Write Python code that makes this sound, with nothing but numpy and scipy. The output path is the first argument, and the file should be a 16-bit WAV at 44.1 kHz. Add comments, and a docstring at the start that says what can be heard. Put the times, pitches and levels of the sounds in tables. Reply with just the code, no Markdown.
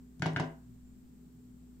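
"""First a steady appliance hum and faint air hiss in a small room, then two fingertip taps on a phone
that rocks on a wooden table, close to a stereo microphone, and later one thin chirp from a far bird.
Each tap: the finger lands softly, the phone snaps down on the wood, then knocks back; the table top booms.
Table and phone are sums of decaying sines, ticks and room tail are decaying noise bands,
the hum is wavering sines, the air is filtered noise and the bird is one gliding sine."""
import sys
import numpy as np
from scipy import signal
from scipy.fft import rfft, irfft
from scipy.io import wavfile
from scipy.ndimage import uniform_filter1d

SR = 44100
rng = np.random.default_rng(int(sys.argv[2]) if len(sys.argv) > 2 else 0)


def output_pcm(signal):
    """Save a mono or channel-first signal as 16-bit PCM at the path in sys.argv[1].

    Samples are clipped to [-1, 1] before scaling.
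    """
    pcm = np.clip(np.atleast_2d(signal).T, -1, 1) * 32767
    wavfile.write(sys.argv[1], SR, np.round(pcm).astype(np.int16))


N = 79380
T = np.arange(N) / SR
HALF = SR // 2  # length of every ring, burst and room tail [samples]


def undb(db):
    """Convert dB to amplitude gain."""
    return 10 ** (np.asarray(db, float) / 20)


def fade(t, t60):
    """Exponential decay, 60 dB down after t60 seconds."""
    return np.exp(-np.log(1000) * t / t60)


def walk(rate):
    """Slow random wander of spread 1: noise averaged twice over windows of 1/rate seconds."""
    window = int(SR / rate)
    wander = uniform_filter1d(uniform_filter1d(rng.standard_normal(N), window), window)
    return wander / wander.std()


def shaped(points):
    """Gain on the FFT grid from (frequency [Hz], level [dB]) points, joined along log frequency."""
    hz, db = np.array(points, float).T
    grid_hz = np.maximum(np.fft.rfftfreq(N, 1 / SR), 1)
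    return undb(np.interp(np.log(grid_hz), np.log(hz), db))


# spectrum of the air hiss: (frequency [Hz], relative level [dB per Hz])
AIR_SPECTRUM = [(15, -6.5), (25, -32), (45, -10.5), (105, -17.5), (160, -7), (215, -3.5), (275, -11.5),
                (320, -15.5), (430, -19), (470, -28), (1070, -34.5), (2760, -41.5), (6560, -42.5),
                (7510, -34.5), (10700, -50), (12200, -44.5), (14800, -38), (16000, -51)]
# stereo width of the hiss: (frequency [Hz], side minus mid [dB])
AIR_WIDTH = [(60, -16), (110, -28), (200, -7), (380, -3), (700, -3), (1290, 1.5), (2380, -1), (4400, -0.5),
             (8120, 1.5), (15000, -1)]
# balance of the hiss: (frequency [Hz], left minus right [dB])
AIR_BALANCE = [(60, 11), (110, -6), (200, 5.5), (380, 2.0), (700, 0), (1290, 0.5), (2380, 2.0),
               (4400, -1.5), (8120, 1.5), (15000, 1.5)]
AIR_DB = -61  # rms of the mid signal, before the balance


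def air():
    """Room and microphone noise: shaped random mid and side, narrow in the bass, wide in the treble."""
    mid, side = rfft(rng.standard_normal((2, N))) * shaped(AIR_SPECTRUM)
    side = side * shaped(AIR_WIDTH)
    lean = np.sqrt(shaped(AIR_BALANCE))  # half the balance on each channel
    gain = undb(AIR_DB) / irfft(mid, N).std()
    left, right = (mid + side) * lean, (mid - side) / lean
    return gain * irfft(np.array([left, right]), N)


# centre pitch of each appliance tone: (frequency [Hz])
HUM_PITCHES = (59.2, 119.3, 161.5, 248.2, 409)
# one row per tone: (centre level [dB rms], level waver spread [dB], pitch waver spread [Hz])
HUM_TONES = [(-61.5, 2.1, 0.3), (-67.5, 5, 0.37), (-66.5, -2.5, 0.95), (-57.5, 0.5, 0.76), (-80.5, 3, 2.2)]


def hum():
    """Appliance behind the table: steady sines that each waver in level and pitch."""
    out = np.zeros(N)
    for hz, (db, waver_db, waver_hz) in zip(HUM_PITCHES, HUM_TONES):
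        level = np.sqrt(2) * undb(db + waver_db * walk(9.7))  # rms to peak
        turns = np.cumsum(hz + waver_hz * walk(13.3)) / SR
        out += level * np.sin(2 * np.pi * (turns + rng.random()))
    return out


CHIRP_S, CHIRP_LEN_S = .838, .11  # start, length
CHIRP_DB = -78  # peak level before the envelope
CHIRP_HZ, CHIRP_TOP_SHARE = 7340, .4  # highest pitch, and the share of the chirp where it comes
CHIRP_SAG_HZ = 1600  # pitch drop per squared share of the chirp away from the top


def bird():
    """One thin far whistle: a sine whose pitch arches while its level throbs slightly and sinks."""
    share = np.clip((T - CHIRP_S) / CHIRP_LEN_S, 0, 1)
    hz = CHIRP_HZ - CHIRP_SAG_HZ * (share - CHIRP_TOP_SHARE) ** 2
    ends = np.minimum(1, 10 * np.minimum(share, 1 - share))  # a tenth in, a tenth out
    throb = undb(1.5 * walk(60) - 6.0 * share)
    return undb(CHIRP_DB) * ends * throb * np.sin(2 * np.pi * np.cumsum(hz) / SR)


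# room tail, one row per octave band: (centre [Hz], relative level [dB], t60 [s], side share [0-1])
ROOM_BANDS = [(320, -3, 0.368, .4), (601, -0.5, 0.3, .7), (1173, -6.5, 0.39, 1), (2400, 1, 0.29, 1),
              (4760, -2, 0.2, .7), (8900, -8.5, 0.48, 1)]
ROOM_RISE_S = 0.002


def room(x):
    """Dense reflections of the small room: decaying noise in octave bands, narrowest in the lowest."""
    t, tail = T[:HALF], 0
    for hz, db, t60, side_share in ROOM_BANDS:
        band = signal.butter(2, [hz / np.sqrt(2), hz * np.sqrt(2)], "bandpass", fs=SR, output="sos")
        mid, side = signal.sosfilt(band, rng.standard_normal((2, HALF)))
        stereo = mid + side_share * np.array([[1], [-1]]) * side
        env = fade(t, t60) * (1 - np.exp(-t / ROOM_RISE_S))
        env = env / np.sqrt(np.sum(env ** 2))  # equal energy before the band level
        tail = tail + undb(db) * env * stereo
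    return signal.fftconvolve(tail, x.mean(0)[None], axes=1)[:, :N]


def ring(modes, rise, flip=-1):
    """Decaying sines swelling in over `rise` cycles; flip -1 puts neighbours in opposite phase."""
    t, out = T[:HALF], 0
    for k, (hz, db, t60) in enumerate(modes):
        gain = flip ** k * undb(db + rng.standard_normal())  # each mode strays about 1 dB
        swell = 1 - np.exp(-t * hz / rise)
        out = out + gain * np.sin(2 * np.pi * hz * t) * fade(t, t60) * swell
    return out


def push(x, ms):
    """Smooth by the length of the contact: a longer contact excites less treble."""
    force = np.hanning(int(ms * SR / 1000) + 3)
    return np.convolve(x, force / force.sum())[:len(x)]


def burst(edges_hz, t60):
    """Short decaying noise band, different at the two microphone ports."""
    sos = signal.butter(2, edges_hz, "bandpass", fs=SR, output="sos")
    return signal.sosfilt(sos, rng.standard_normal((2, HALF)) * fade(T[:HALF], t60))


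# lowest table modes, moving together: (frequency [Hz])
BOOM_PITCHES = (62, 85, 110, 128, 145, 158.5)
# one row per boom mode: (relative level [dB], t60 [s])
BOOM_MODES = [(-26, 0.066), (-16, 0.089), (-7, 0.24), (0.5, .1), (5.5, 0.14), (1.5, 0.44)]
# upper table modes: (frequency [Hz], relative level [dB], t60 [s])
TABLE_MODES = [(254.5, -13.5, 0.33), (297.3, -10, 0.11), (362.7, -11, 0.2), (429.6, -11.5, 0.18),
               (570.5, -20.5, 0.21), (578, -17, 0.11), (664.6, -20.5, 0.3), (775.5, -17.5, 0.11),
               (954, -6.5, 0.076)]


def wood(boom_db, upper_db, table_db, contact_ms):
    """Table top: low modes boom in one phase, upper modes alternate; the contact length dulls both."""
    low = []
    for hz, (db, t60) in zip(BOOM_PITCHES, BOOM_MODES):
        extra_db = upper_db if hz == BOOM_PITCHES[-1] else 0
        low.append((hz, db + extra_db, t60))
    boom = undb(boom_db) * ring(low, rise=0.57, flip=1)
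    return push(boom + undb(table_db) * ring(TABLE_MODES, rise=1.0), contact_ms)


BODY_CONTACT_MS = 0.1  # for snap and knock
# phone body: (frequency [Hz], relative level [dB], t60 [s])
PHONE_MODES = [(1499, -3, 0.025), (1633, 2.5, 0.015), (1782, -2, .012), (2027, -5.5, 0.0087),
               (2477, -15, 0.032), (2905, -10, .015), (3490, -18, 0.028), (4340, -17, 0.02),
               (4900, -22, 0.012)]


def snap(db):
    """Phone body modes, rung when the glass snaps down flat."""
    return -undb(db) * push(ring(PHONE_MODES, rise=1.6, flip=1), BODY_CONTACT_MS)


# edge of the phone on wood: (frequency [Hz], relative level [dB], t60 [s])
EDGE_MODES = [(550, -16.5, 0.012), (793, -2.5, 0.015), (981, 1, 0.013), (1545, -9, .012), (1903, -9, 0.013),
              (2690, -17.5, 0.011)]


def knock(db):
    """Modes of the phone's edge on wood, rung when it knocks back."""
    return -undb(db) * push(ring(EDGE_MODES, rise=.35, flip=0.99), BODY_CONTACT_MS)


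TICK_BAND_HZ, TICK_T60_S = [2200, 6140], .025
CRACK_BAND_HZ, CRACK_T60_S = [4500, 9700], 0.0046


def tick(tick_db, crack_db):
    """Contact noise: a tick and a shorter, brighter crack."""
    return undb(tick_db) * burst(TICK_BAND_HZ, TICK_T60_S) + undb(crack_db) * burst(CRACK_BAND_HZ, CRACK_T60_S)


# contacts of finger, phone and table, levels as drive into each part: (time [s], boom [dB],
# extra on the highest boom mode [dB], upper table [dB], table contact [ms], snap [dB], knock [dB],
# tick [dB], crack [dB], left minus right of all but the wood [dB])
CONTACTS = [(0.1957, -65, -2, -70, 8.2, -91, -68, -56, -45, 2),
            (0.1974, -39.5, -6, -41, 3.0, -64, -57, -79, -76, 8),
            (0.2215, -33.5, 0, -30.5, 0.61, -21, -28, -29.5, -75, 5),
            (0.2593, -34.5, 4, -27, 0.52, -48, -21.5, -36, -60, 4.5),
            (0.2640, -79, -23, -48, 1.06, -54, -56, -35.5, -71, -9.5),
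            (0.3346, -44, -6, -50, 1, -67, -69, -61, -46.5, 1),
            (0.362, -32, -8, -32, 0.57, -19.5, -30.5, -39, -68, 2),
            (0.3690, -45, 5.5, -29.5, 1.8, -39, -34, -38.5, -60, -4),
            (0.3982, -35, 3.5, -25, 0.65, -58, -23, -35, -77, 5),
            (0.402, -81, -20, -63, 0.8, -38.5, -44, -42.5, -62, -20)]
PORT_LAG_MS, BOOM_LATE_MS = .1, 0.76  # snap at the right port, wood at both
LOW_CUT_HZ = 45


def taps():
    """Each contact booms in the table, rings the phone and ticks; the snap reaches the left port first."""
    out = np.zeros((2, N + SR))
    lag, late = int(PORT_LAG_MS * SR / 1000), int(BOOM_LATE_MS * SR / 1000)
    for s, boom_db, upper_db, table_db, ms, snap_db, knock_db, tick_db, crack_db, pan_db in CONTACTS:
        start = int(s * SR)
        lean = undb(np.array([[pan_db], [-pan_db]]) / 2)
        out[:, start + late:start + late + HALF] += wood(boom_db, upper_db, table_db, ms)
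        out[:, start:start + HALF] += (tick(tick_db, crack_db) + knock(knock_db)) * lean
        glass = snap(snap_db)
        out[0, start:start + HALF] += glass * lean[0]
        out[1, start + lag:start + lag + HALF] += glass * lean[1]
    low_cut = signal.butter(2, LOW_CUT_HZ, "highpass", fs=SR, output="sos")
    return signal.sosfilt(low_cut, out[:, :N])


def scene():
    """Close taps with their room over the air, the hum and the far bird."""
    near = taps()
    return air() + hum() + bird() + room(near) + near


TOP_HZ = 15800


def record(dry):
    """The recorder cuts the top with a steep low-pass."""
    return signal.sosfilt(signal.ellip(10, .2, 70, TOP_HZ, fs=SR, output="sos"), dry)


dry = scene()
out = record(dry)
output_pcm(out)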